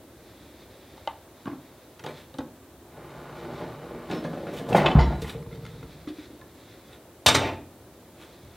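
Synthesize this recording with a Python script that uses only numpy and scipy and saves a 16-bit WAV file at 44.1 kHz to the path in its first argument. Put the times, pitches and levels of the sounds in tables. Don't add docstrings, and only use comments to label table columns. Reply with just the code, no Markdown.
import sys
import numpy as np
from scipy import signal
from scipy.fft import rfft, irfft, next_fast_len
from scipy.io import wavfile
from scipy.ndimage import uniform_filter1d

SR = 44100
rng = np.random.default_rng(int(sys.argv[2]) if len(sys.argv) > 2 else 0)


def to_wav(sig):
    pcm = np.clip(np.atleast_2d(sig), -1, 1) * 32767
    pcm = np.round(pcm).astype(np.int16)
    wavfile.write(sys.argv[1], SR, pcm.T)


def to_linear_factor(level_db):
    exponent = np.asarray(level_db, float) / 20
    return 10 ** exponent


N = 377493

# (time [s], rolling level [dB])
ROLL = [(2.85, -60), (2.98, -46.5), (3.26, -42.5), (3.33, -42), (3.45, -40), (3.56, -41.5), (3.76, -44),
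        (3.94, -41), (4.08, -40.5), (4.14, -34), (4.29, -44), (4.5, -42.5), (4.68, -44), (5.34, -49.5),
        (5.9, -66), (6.05, -82)]
# (frequency [Hz], width [Hz], level [dB])
DRAWER = [(76.5, 84, -2), (142.7, 72, 4), (247, 90, 0), (361, 66, 4), (474.4, 58, 2.5), (566, 190, -0.5),
          (797, 76, -5)]
# (frequency [Hz], width [Hz], level [dB])
LOAD = [(940, 1120, 18.5), (1560, 1200, -22), (1940, 750, -1), (2680, 530, -2), (3570, 470, 2.5)]
# (time [s], hold [s], rumble [dB], rattle [dB])
JOLTS = [
    (3.616, 0.038, -39, -57),
    (4.764, 0.051, -25.5, -32.5),
    (4.85, 0.023, -46, -32),
    (4.96, 0.03, -33, -56),
    (4.994, 0.0234, -45, -45),
    (5.106, 0.0184, -48, -43),
]
# (time [s], hold [s], level [dB])
SCRAPES = [
    (4.72, .01, -44),
    (5.22, 0.09, -35),
    (6.05, .01, -48),
]
# (time [s], hold [s], level [dB])
BRUSH = [(2.17, 0.03, -55), (5.218, 0.0057, -48), (6.925, 0.008, -53), (4.115, 0.051, -49.5),
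         (4.535, 0.01, -48), (4.57, 0.02, -46), (4.7, 0.015, -48), (4.775, 0.015, -42), (4.87, 0.02, -56),
         (5.28, 0.018, -42.5), (8.21, 0.022, -51)]
# (time [s], hold [s], level [dB])
SLAPS = [
    (4.533, .006, -54),
    (4.566, .018, -53),
    (4.688, .016, -50),
    (4.729, .002, -47),
    (4.7605, .016, -41),
    (5.2185, .002, -46),
]

# (time [s], peak level [dB], contact [ms])
LATCH = [(s, db, .45) for s, db in [(4.1, -23.5), (4.125, -21.5), (4.149, -26.5), (4.18, -35), (4.225, -26),
         (4.247, -21), (4.301, -29), (4.33, -25), (4.373, -24), (4.401, -29), (4.434, -28.5), (4.468, -25),
         (4.489, -26.5), (4.529, -26), (4.6, -27), (4.65, -33)]]
# (time [s], peak level [dB], contact [ms])
SHUT = [(4.688, -25.5, 0.52), (4.724, -12.5, 0.2), (4.746, -9, 0.5), (4.7478, -4, 0.21), (4.764, -14, 0.3),
        (4.775, -11.5, 0.18), (4.785, -15, 0.19), (4.81, -22, 0.38), (4.847, -12.5, 0.25),
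        (4.862, -11.5, 0.2), (4.885, -13.5, 0.32), (4.905, -19, 0.23), (4.985, -14, 0.22),
        (5.107, -25, 0.25), (5.125, -22.5, 0.16)]
# (time [s], peak level [dB], contact [ms])
THUD = [
    (4.951, -1, 1.3),
    (4.968, -8, 0.95),
    (4.988, -15, 1),
]
# (time [s], peak level [dB], contact [ms])
BOOM = [(4.985, -11, 3.3)]
# (time [s], peak level [dB], contact [ms])
ROCK = [(s, db, .8) for s, db in [(5.069, -19), (5.219, -25), (5.347, -28.5), (5.401, -36), (5.464, -33),
        (5.525, -30), (5.577, -37), (5.631, -32), (5.68, -42), (5.728, -34), (5.78, -36), (5.828, -33),
        (5.89, -38)]]
# (time [s], peak level [dB], contact [ms])
RACK = [(5.22, -30.5, 0.32), (5.347, -31, 0.36), (5.39, -45, .4), (5.463, -36, 0.34), (5.514, -40, .4),
        (5.545, -37.5, .4), (5.575, -40, 0.54), (5.622, -39.5, 0.49), (5.672, -45, .4), (5.712, -47, 0.45),
        (5.75, -46, 0.32), (5.826, -41, 0.46), (5.87, -54, .4)]
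# (time [s], peak level [dB], contact [ms])
SQUEAK = [
    (4.112, -39, .03),
    (4.13, -33.5, 0.034),
    (4.15, -38, .03),
    (4.172, -44, .02),
]
# (time [s], peak level [dB], contact [ms])
POTS = [
    (3.725, -53, .11),
    (4.8604, -9, 0.096),
    (4.872, -19.5, 0.087),
    (4.912, -20, 0.095),
]
# (time [s], peak level [dB], contact [ms])
NUDGE = [
    (4.114, -29.5, 0.055),
    (4.241, -35, .05),
    (4.7655, -15, 0.16),
    (4.7997, -26, 0.097),
    (4.9144, -29, 0.12),
    (5.0191, -36, 0.12),
]
# (time [s], peak level [dB], contact [ms])
JUG = [
    (3.6114, -34.5, 0.23),
    (4.78, -13, 0.22),
    (4.847, -17.5, 0.25),
    (4.9911, -14, 0.19),
    (5.005, -19.5, 0.23),
    (5.244, -29.5, 0.34),
]
# (time [s], peak level [dB], contact [ms])
BOWL = [
    (4.729, -20.5, 0.11),
    (4.8, -23.5, .12),
]
# (time [s], peak level [dB], contact [ms])
CUP = [(6.413, -43.5, 0.13)]
# (time [s], peak level [dB], contact [ms])
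CHINK = [(4.996, -40, 0.025)]
# (time [s], peak level [dB], contact [ms])
GRATE = [
    (7.2612, -2.5, 0.016),
    (7.2642, 0, 0.012),
    (7.2795, -10, 0.022),
    (7.2855, -2, 0.04),
    (7.344, -18, .04),
    (7.349, -5.5, 0.052),
]
# (time [s], peak level [dB], contact [ms])
BARS = [
    (7.2635, -15, 0.011),
    (7.281, -21, .015),
    (7.3465, -20, 0.015),
]
# (time [s], peak level [dB], contact [ms])
WOBBLE = [
    (7.297, -15.5, 0.055),
    (7.358, -16, 0.099),
    (7.388, -21, 0.079),
    (7.418, -18.5, 0.3),
    (7.44, -20, 0.36),
    (7.468, -22, 0.42),
]
# (time [s], peak level [dB], contact [ms])
STOVE = [
    (7.264, -17, 1.0),
    (7.346, -17.5, 1.4),
    (7.42, -27, 1.5),
    (8.43, -40.5, 7.1),
]
# (time [s], peak level [dB], contact [ms])
LID = [
    (.978, -38, .05),
    (1.0748, -15, 0.045),
    (1.0782, -21, .15),
]
# (time [s], peak level [dB], contact [ms])
PANEL = [
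    (1.457, -26, 0.12),
    (1.4685, -26, 0.1),
    (1.476, -24, 0.12),
    (1.499, -29, 0.2),
    (1.513, -31, .8),
    (1.527, -29, 1),
    (1.546, -34, 1.2),
]
# (time [s], peak level [dB], contact [ms])
DOOR = [(s, db, .45) for s, db in [(6.073, -24), (6.101, -28), (6.184, -32), (6.301, -36.5), (6.329, -37)]]
# (time [s], peak level [dB], contact [ms])
STEPS = [
    (1.995, -36, 0.5),
    (2.039, -27, 0.187),
    (2.0645, -21, 0.3),
    (2.084, -29.5, 0.52),
    (2.104, -33, 0.25),
]
# (time [s], peak level [dB], contact [ms])
HEEL = [
    (2.342, -34.5, 0.72),
    (2.3865, -20, .3),
    (2.404, -27, 0.35),
]
# (time [s], peak level [dB], contact [ms])
TICKS = [(s, db, .045) for s, db in [(4.0966, -39), (4.2392, -39), (5.2183, -31.5), (5.295, -28),
         (5.548, -43), (6.929, -40)]]
# (time [s], peak level [dB], contact [ms])
RUBS = [(s, db, .07) for s, db in [(4.1111, -31), (4.76, -24), (6.0843, -39.5)]]
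# (time [s], peak level [dB], contact [ms])
SNAPS = [
    (1.0748, -45, 0.041),
    (1.4555, -39.5, .04),
    (1.994, -36.5, .04),
    (2.0385, -34, .04),
    (2.062, -31, .04),
    (2.3405, -38, .04),
    (2.3845, -31.5, .04),
    (4.148, -38, .08),
    (4.586, -32, .06),
    (4.688, -36, .05),
]
# (time [s], peak level [dB], contact [ms])
TAPS = [
    (5.4265, -39.5, 0.1),
    (5.513, -44, 0.087),
    (5.527, -38.5, 0.055),
    (5.6518, -34, .05),
    (5.664, -34, 0.073),
    (5.829, -39, 0.041),
    (6.413, -43, 0.13),
]

# (frequency [Hz], level [dB], t60 [s])
SHUT_MODES = [(156, -28, 0.26), (205, 1.5, 0.16), (265, -12, 0.11), (369, 11.5, 0.034), (453, 1, 0.18),
              (604, -1.5, 0.051), (656, 13.5, 0.052), (742, 14.5, 0.12), (817, 11, 0.079),
              (1030, -26, 0.099), (1464, 4, 0.035)]
# (frequency [Hz], level [dB], t60 [s])
THUD_MODES = [(50, -14, 0.55), (63.4, 4.5, 0.38), (126.4, -4, 0.28), (145, 13, 0.14), (200, 9.5, 0.076),
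              (245, -6, 0.055)]
# (frequency [Hz], level [dB], t60 [s])
BOOM_MODES = [(64, 4, 0.4), (74.5, -6, .6)]
# (frequency [Hz], level [dB], t60 [s])
ROCK_MODES = [(72, -5, .2), (149.7, 6.5, 0.079), (253.5, -11, 0.063)]
# (frequency [Hz], level [dB], t60 [s])
RACK_MODES = [(454.6, -3, 0.28), (900, -10, .05)]
# (frequency [Hz], level [dB], t60 [s])
SQUEAK_MODES = [(2500, -1, .02), (3000, -5, .02), (3480, -2, .02), (3720, 1, 0.027), (3980, -1, .025),
                (4200, -4, .02), (5230, -1, 0.06), (5340, -13, .03)]
# (frequency [Hz], level [dB], t60 [s])
POT_MODES = [(911, -4, 0.042), (1955, -10.5, 0.05), (3038, 3, 0.03), (3393, -5, 0.024), (2650, -6, 0.032),
             (4260, -20, 0.032), (5340, -18, 0.027), (6700, -16, 0.027)]
# (frequency [Hz], level [dB], t60 [s])
JUG_MODES = [(920, 1, 0.069), (1004, -2, 0.035), (1360, -5, 0.057), (1973, -3, 0.036), (2890, -9, .03),
             (4430, -18, .03)]
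# (frequency [Hz], level [dB], t60 [s])
BOWL_MODES = [(1030, -6, .03), (2655, 3.5, 0.027), (3170, -5, 0.027), (3800, -10, .03)]
# (frequency [Hz], level [dB], t60 [s])
CUP_MODES = [(1037, 0, 0.04), (1720, -2, 0.045)]
# (frequency [Hz], level [dB], t60 [s])
CHINK_MODES = [(3940, 0.5, 0.95), (5425, 4, 0.099), (6250, -2, .05), (6980, 0, 0.05), (10780, -10, .03)]
# (frequency [Hz], level [dB], t60 [s])
GRATE_MODES = [(409, -29, 0.43), (612, -23, .2), (700, -2, 0.06), (880, 1, 0.08), (1258, -13, 0.18),
               (1400, -6, 0.046), (1970, -28, 0.14), (2780, -6.5, .08), (2950, -19, 0.16), (3530, -5, 0.12),
               (3670, -6, 0.196), (3712, 0, 0.13), (4370, -20.5, 0.098), (4950, -16, 0.155)]
# (frequency [Hz], level [dB], t60 [s])
BAR_MODES = [(5450, -14, 0.207), (5810, -16, 0.172), (6100, -3.5, 0.067), (6200, 1, 0.041),
             (7410, -1, 0.08), (8460, 1.5, 0.038), (9440, -17, .05), (10400, -11, 0.05), (11330, -15, .11),
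             (13250, -33.5, .12), (14750, -19, .12)]
# (frequency [Hz], level [dB], t60 [s])
LONG_BAR_MODES = [(2616, -3, .3), (3020, -2, .27), (3560, -3, .4), (3640, -4, 0.33), (3750, -6, .42),
                  (3830, -6, .3), (5780, -5, .3), (7375, -12, 0.36), (7440, -14, .3), (8460, -7.5, 0.36),
                  (10250, -9, 0.17), (11210, -13, 0.12), (13100, -17, .12), (14400, -16, .1)]
# (frequency [Hz], level [dB], t60 [s])
STOVE_MODES = [(90.8, 1, 0.48), (128, 3, 0.51), (158.7, -5.5, 0.45), (219.5, 4.5, 0.307),
               (282.6, 2.5, 0.48)]
# (frequency [Hz], level [dB], t60 [s])
LID_MODES = [(656, -13.5, 0.04), (812, -2, 0.05), (880, 2, 0.035), (1100, -13, .02), (905, -11, .2),
             (1480, -12, 0.012), (2030, -13, 0.08), (2998, -4, .018), (3740, -7, .015), (4250, -11, .012)]
# (frequency [Hz], level [dB], t60 [s])
PANEL_MODES = [(154, -19, .1), (257, 1.5, 0.2), (286.3, 5, 0.2), (330, -5, 0.12), (650, -9, .05),
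               (950, -5, .05), (1130, -1, .07), (1500, -4, .045), (2000, -8, .04), (2800, -9, .04)]
# (frequency [Hz], level [dB], t60 [s])
DOOR_MODES = [(303, 13, 0.15), (318, -4, 0.14), (354, 1, 0.1), (990, -26, .05)]
# (frequency [Hz], level [dB], t60 [s])
STEP_MODES = [(160, -1, .08), (244, -6, 0.055), (314, -5, 0.061), (413, -5, .07), (590, -7, 0.044),
              (756, -12, .04), (1800, -12, .02)]
# (frequency [Hz], level [dB], t60 [s])
HEEL_MODES = [(153, -6, 0.12), (270, -3, 0.13), (506, -4.5, .08), (842, -1.5, 0.066), (1310, -7, .03),
              (1780, -22, .02)]
# (frequency [Hz], level [dB], t60 [s])
TICK_MODES = [(2110, -10, 0.0096), (3760, 25, 0.0074), (4960, -25, 0.0081), (7500, -31, .01),
              (11000, -17, .01)]
# (frequency [Hz], level [dB], t60 [s])
TAP_MODES = [(1370, -4, .025), (2070, -4, 0.018), (3600, -4, 0.013)]

# (frequency [Hz], level [dB per Hz])
SHUT_CLATTER = [(35, -58), (105, -25), (157, 3), (582, -2.5), (729, -8.5), (825, -55), (1050, -12.5),
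                (8000, -48), (10400, -49), (17600, -120)]
# (frequency [Hz], level [dB per Hz])
LOW_CLATTER = [(24, -38), (40, -24), (182, 8), (484, -33), (979, -14), (3000, -40), (3900, -76.5)]
# (frequency [Hz], level [dB per Hz])
POT_CLATTER = [(470, -21), (800, 0.5), (1740, -15), (2010, -8.5), (2290, -22), (3210, -17.5), (4710, -25),
               (9000, -57)]
# (frequency [Hz], level [dB per Hz])
GRATE_CLATTER = [(76, -40), (130, 2), (210, 1), (400, -13), (712, -2), (1060, -4), (2510, -6), (3750, -6.5),
                 (6690, -17), (8680, -17), (15500, -39.5)]
# (frequency [Hz], level [dB per Hz])
WOBBLE_CLATTER = [(76, -30), (130, -2), (400, 4.5), (1400, -8), (2800, -6.5), (3750, -15), (5800, -24),
                  (8000, -40)]
# (frequency [Hz], level [dB per Hz])
LID_CLATTER = [(300, -40), (500, -14), (850, 0), (1250, -10), (1500, -17), (2930, -21), (4200, -26),
               (5000, -50)]
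# (frequency [Hz], level [dB per Hz])
PANEL_CLATTER = [(88, -39), (150, -22), (305, -7.5), (660, -18), (1100, -13), (2380, -33.5), (6000, -48),
                 (7800, -80)]
# (frequency [Hz], level [dB per Hz])
DOOR_CLATTER = [(88, -57), (150, -38), (307, -2), (597, -22), (753, -23), (3780, -31), (8000, -51.5),
                (10400, -81)]
# (frequency [Hz], level [dB per Hz])
STEP_CLATTER = [(88, -34), (150, -8.5), (588, -3), (1580, -19.5), (2950, -22), (3640, -20), (4930, -35),
                (14000, -41.5)]
# (frequency [Hz], level [dB per Hz])
HEEL_CLATTER = [(120, -33), (264, -0.5), (870, -9.5), (1800, -15), (2600, -27.5), (3700, -24.5),
                (6000, -39), (12000, -60)]
# (frequency [Hz], level [dB per Hz])
TICK_CLATTER = [(710, -24), (1200, -4.5), (2310, -9), (3490, -9), (3760, -5), (4000, -11.5), (15000, -32)]

# (time [s], hold [s], level [dB])
RUSTLE = [(.3, 0.75, -49), (1.4, 0.35, -55.5), (2.14, 0.045, -47), (3.2, 0.85, -68), (3.38, 0.2, -48),
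          (4.1, 0.12, -54), (4.3, .2, -50.5), (4.78, 0.05, -51), (5.0, 0.14, -46), (5.62, 0.16, -47),
          (6.0, 0.24, -48.5), (6.6, 0.29, -51), (7.45, 0.156, -61.5), (8.35, .3, -47)]
# (frequency [Hz], width [Hz], level [dB])
CLOTH = [(2000, 2600, 15), (3450, 1150, 13.5)]
# (frequency [Hz], t60 [s])
ROOM = [(125, 0.78), (500, 0.44), (2000, 0.36), (8000, 0.26)]
# (frequency [Hz], level [dB per Hz])
AIR = [(20, -57), (48, -12), (68, -2), (120, -3.5), (154, -6), (210, -6.5), (357, -1.5), (434, -8),
       (558, -6.5), (759, -12), (2670, -26.5), (3840, -25.5), (4940, -30.5), (16000, -30)]


def set_rms(x, db):
    return x * to_linear_factor(db) / np.sqrt(np.mean(x ** 2))


def peak(x):
    return x / np.abs(x).max()


def colour(x, points):
    hz, db = np.transpose(points)
    size = next_fast_len(len(x))
    f = np.fft.rfftfreq(size, 1 / SR) + 1
    gain = to_linear_factor(np.interp(np.log(f), np.log(hz), db))
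    return irfft(rfft(x, size) * gain, size)[:len(x)]


def resonate(x, peaks):
    out = 0
    for hz, width, db in peaks:
        b, a = signal.iirpeak(hz, hz / width, SR)
        out = out + to_linear_factor(db) * signal.lfilter(b, a, signal.lfilter(b, a, x))
    return out


def curve(rows):
    s, db = np.transpose(rows)
    return to_linear_factor(np.interp(np.arange(N) / SR, s, db, left=-150, right=-150))


def swells(rows, rise_db_s, fall_db_s):
    t = np.arange(0, N + 32, 32) / SR
    gain = 0
    for s, hold, db in rows:
        rise = rise_db_s * np.clip(s - t, 0, 9)
        fall = fall_db_s * np.clip(t - s - hold, 0, 9)
        gain = gain + to_linear_factor(db - rise - fall)
    return np.interp(np.arange(N) / SR, t, gain)


def walk(rate):
    k = int(SR / rate)
    held = np.repeat(rng.standard_normal(N // k + 1), k)
    return 2.0 * uniform_filter1d(uniform_filter1d(held, k), k)[:N]


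def grit(size, rate, spread_db, dice=rng):
    hit = dice.random(size) < rate / SR
    return hit * dice.standard_normal(size) * to_linear_factor(spread_db * dice.exponential(size=size))


def knock(events, modes, clatter, chatter_ms, clatter_db, clatter_t60, room_db):
    out, t = np.zeros(N + SR), np.arange(SR // 2) / SR
    hz, db, t60 = (c[:, None] for c in np.transpose(modes))
    t = t[t < .19 + .6 * max(t60.max(), clatter_t60)]
    fade = 1000. ** (-t / t60)
    floor = signal.butter(3, 0.67 * hz.min(), "high", fs=SR, output="sos")
    dice = rng.spawn(1)[0]
    spots = dice.standard_normal((len(events), len(modes), 2))
    chatter = grit((len(events), 8192), 3000, 2.07, dice)
    noises = dice.standard_normal((len(events), len(t)))
    for (s, peak_db, contact_ms), spot, push, noise in zip(events, spots, chatter, noises):
        age = t[:8192] * 1000 / max(chatter_ms, .1)
        push = (push * np.exp(-age))[age < 6]
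        push[0] += 1.8
        cycles = hz * (1 + .004 * spot[:, 1:]) * t
        turns = np.exp(-2j * np.pi * cycles[:, np.flatnonzero(push)])
        share = np.abs(turns @ push[push != 0])[:, None]
        ring = to_linear_factor(db + 2 * spot[:, :1]) / share * np.sin(np.float32(2 * np.pi * cycles)) * fade
        keep = np.exp(-1000 / SR / max(contact_ms / 2, .005))
        ring = signal.lfilter([1], [1, -2 * keep, keep ** 2], ring.sum(0))
        burst = colour(noise, clatter) * 1000. ** (-t / clatter_t60) * np.clip(t / 0.00087, 0, 1)
        blow = peak(signal.fftconvolve(push, ring))
        blow = blow + to_linear_factor(clatter_db) * peak(signal.fftconvolve(push, burst))
        at = int(s * SR)
        out[at:at + len(t)] += to_linear_factor(peak_db) * peak(signal.sosfilt(floor, blow[:len(t)]))
    return np.array([out[:N], to_linear_factor(room_db) * out[:N]])


def drawer():
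    rumble = resonate(grit(N, 2500, 2.87) * to_linear_factor(1.87 * walk(24.655)), DRAWER)
    rattle = resonate(grit(N, 4000, 1.4) * to_linear_factor(0.23 * walk(30.1)), LOAD)
    scrape = grit(N, 8000, 1.8) * to_linear_factor(5.1 * walk(40))
    scrape = colour(scrape, [(3000, -25), (4500, -27), (8000, 5), (15000, -7)])
    push = curve(ROLL)
    hidden = to_linear_factor(-9.5 * np.clip(np.arange(N) / SR - 3.73, 0, 9))
    jolts = np.array(JOLTS)
    drum = swells(jolts[:, [0, 1, 2]], rise_db_s=180, fall_db_s=125)
    shake = swells(jolts[:, [0, 1, 3]], rise_db_s=180, fall_db_s=125)
    rolling = set_rms(rumble, -0.58) * (push + drum)
    rattling = set_rms(rattle, -5.0) * (to_linear_factor(-1.5) * push * hidden + shake)
    scraping = set_rms(scrape, -23) * swells(SCRAPES, rise_db_s=180, fall_db_s=125)
    return rolling + rattling + scraping


def brush():
    grain = grit(N, 9000, 1.3)
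    grain = colour(grain, [(400, 5), (1500, 0.5), (3700, -0.5), (4700, -9.5), (9000, -13.5), (15000, -18.5)])
    puff = colour(np.roll(grain, SR), [(3000, -12), (5000, -0.5), (9000, 0.5), (13000, 2), (16000, -4)])
    strokes = set_rms(grain, 0) * swells(BRUSH, rise_db_s=503, fall_db_s=269)
    return strokes + set_rms(puff, 0) * swells(SLAPS, rise_db_s=6000, fall_db_s=600)


def drawer_bangs():
    return (knock(LATCH, SHUT_MODES, SHUT_CLATTER, 2.8, 4.2, 0.17, -7)
            + knock(SHUT, SHUT_MODES, SHUT_CLATTER, 5.9, -9, 0.11, -14)
            + knock(THUD, THUD_MODES, LOW_CLATTER, 2.9, -14, 0.24, -19.5)
            + knock(BOOM, BOOM_MODES, LOW_CLATTER, 2, -25, .1, -20)
            + knock(ROCK, ROCK_MODES, LOW_CLATTER, 7.9, -14, 0.1, -5)
            + knock(RACK, RACK_MODES, DOOR_CLATTER, 2.2, -20, .05, -8.5)
            + knock(SQUEAK, SQUEAK_MODES, TICK_CLATTER, 19.8, -14, .03, -1.7))


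def pots_in_drawer():
    return (knock(POTS, POT_MODES, POT_CLATTER, 7.5, -8, 0.13, -11.5)
            + knock(NUDGE, JUG_MODES, POT_CLATTER, 3.2, 3.3, 0.084, -5.5)
            + knock(JUG, JUG_MODES, POT_CLATTER, 5.5, -7, .1, -4)
            + knock(BOWL, BOWL_MODES, POT_CLATTER, 3, -9.5, .08, -8.5)
            + knock(CUP, CUP_MODES, POT_CLATTER, 9, -15, .03, -6)
            + knock(CHINK, CHINK_MODES, TICK_CLATTER, 18, -6, .03, -1))


def pot_on_grate():
    return (knock(GRATE, GRATE_MODES + BAR_MODES, GRATE_CLATTER, 2.18, 0.73, 0.068, -8.5)
            + knock(BARS, LONG_BAR_MODES, TICK_CLATTER, 2.5, -20, .02, -6.5)
            + knock(WOBBLE, GRATE_MODES, WOBBLE_CLATTER, 27, 10, 0.034, -5.5)
            + knock(STOVE, STOVE_MODES, LOW_CLATTER, 12, -21.5, 0.23, -9))


def clay_lid():
    return knock(LID, LID_MODES, LID_CLATTER, 0.11, -13, 0.2, -17)


def cupboard():
    return (knock(PANEL, PANEL_MODES, PANEL_CLATTER, 4, -7, 0.088, -13.5)
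            + knock(DOOR, DOOR_MODES, DOOR_CLATTER, 3.4, -10, 0.16, -17.5))


def slippers():
    return (knock(STEPS, STEP_MODES, STEP_CLATTER, 2.7, 3, 0.081, -9)
            + knock(HEEL, HEEL_MODES, HEEL_CLATTER, 4.2, -0.66, 0.054, -9))


def small_contacts():
    return (knock(TICKS, TICK_MODES, TICK_CLATTER, 16.5, 1.4, 0.013, -14.5)
            + knock(RUBS, TICK_MODES, TICK_CLATTER, 12.6, 7.7, 0.032, -13)
            + knock(SNAPS, TICK_MODES, TICK_CLATTER, 2.2, 6.3, 0.011, -31)
            + knock(TAPS, TAP_MODES, TICK_CLATTER, 1.2, -6.5, .015, -8.5))


def clothes():
    rub = resonate(grit(N, 12000, 0.47) * to_linear_factor(1.6 * walk(20)), CLOTH)
    return set_rms(rub, -9.0) * swells(RUSTLE, rise_db_s=56, fall_db_s=81)


def room(x):
    t, tail = np.arange(SR) / SR, 0
    room_hz, room_t60 = np.transpose(ROOM)
    for hz in 50 * 2. ** np.arange(9):
        t60 = np.interp(np.log(hz), np.log(room_hz), room_t60)
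        octave = signal.butter(2, [hz / 1.41, hz * 1.41], "band", fs=SR, output="sos")
        tail = tail + signal.sosfilt(octave, rng.standard_normal(SR)) * 1000. ** (-t / t60)
    tail = tail * np.clip(t / 0.0028, 0, 1)
    return signal.fftconvolve(x, tail / np.sqrt(np.sum(tail ** 2)))[:N]


def air():
    hum = colour(rng.standard_normal(N), AIR)
    low = signal.sosfilt(signal.butter(2, 700, fs=SR, output="sos"), hum)
    return set_rms(hum + low * (to_linear_factor(1.18 * walk(1.808)) - 1), -49.5)


def scene():
    rolling = drawer() + brush()
    blows = drawer_bangs() + pots_in_drawer() + pot_on_grate()
    blows = blows + clay_lid() + cupboard() + slippers() + small_contacts()
    direct = rolling + clothes() + blows[0]
    to_room = to_linear_factor(-5.0) * rolling + blows[1]
    bass_cut = signal.butter(4, 50, "high", fs=SR, output="sos")
    mid = signal.sosfilt(bass_cut, direct + room(to_room)) + air()
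    hiss = colour(rng.standard_normal(N), [(100, -5), (2000, -6.5), (8000, -5.0), (14000, -6.0)])
    side = set_rms(hiss, -61.5) + 0.00097 * np.roll(mid, 40)
    return np.array([mid + side, mid - side])


def roll_off(x):
    return signal.sosfilt(signal.butter(12, 16650, fs=SR, output="sos"), x)


def record(dry):
    rounded = np.tanh(0.54 * dry) / 0.59
    top = signal.ellip(8, .2, 60, 15780, fs=SR, output="sos")
    mix = signal.sosfilt(top, rounded)
    return roll_off(mix)


dry = scene()
out = record(dry)
to_wav(out)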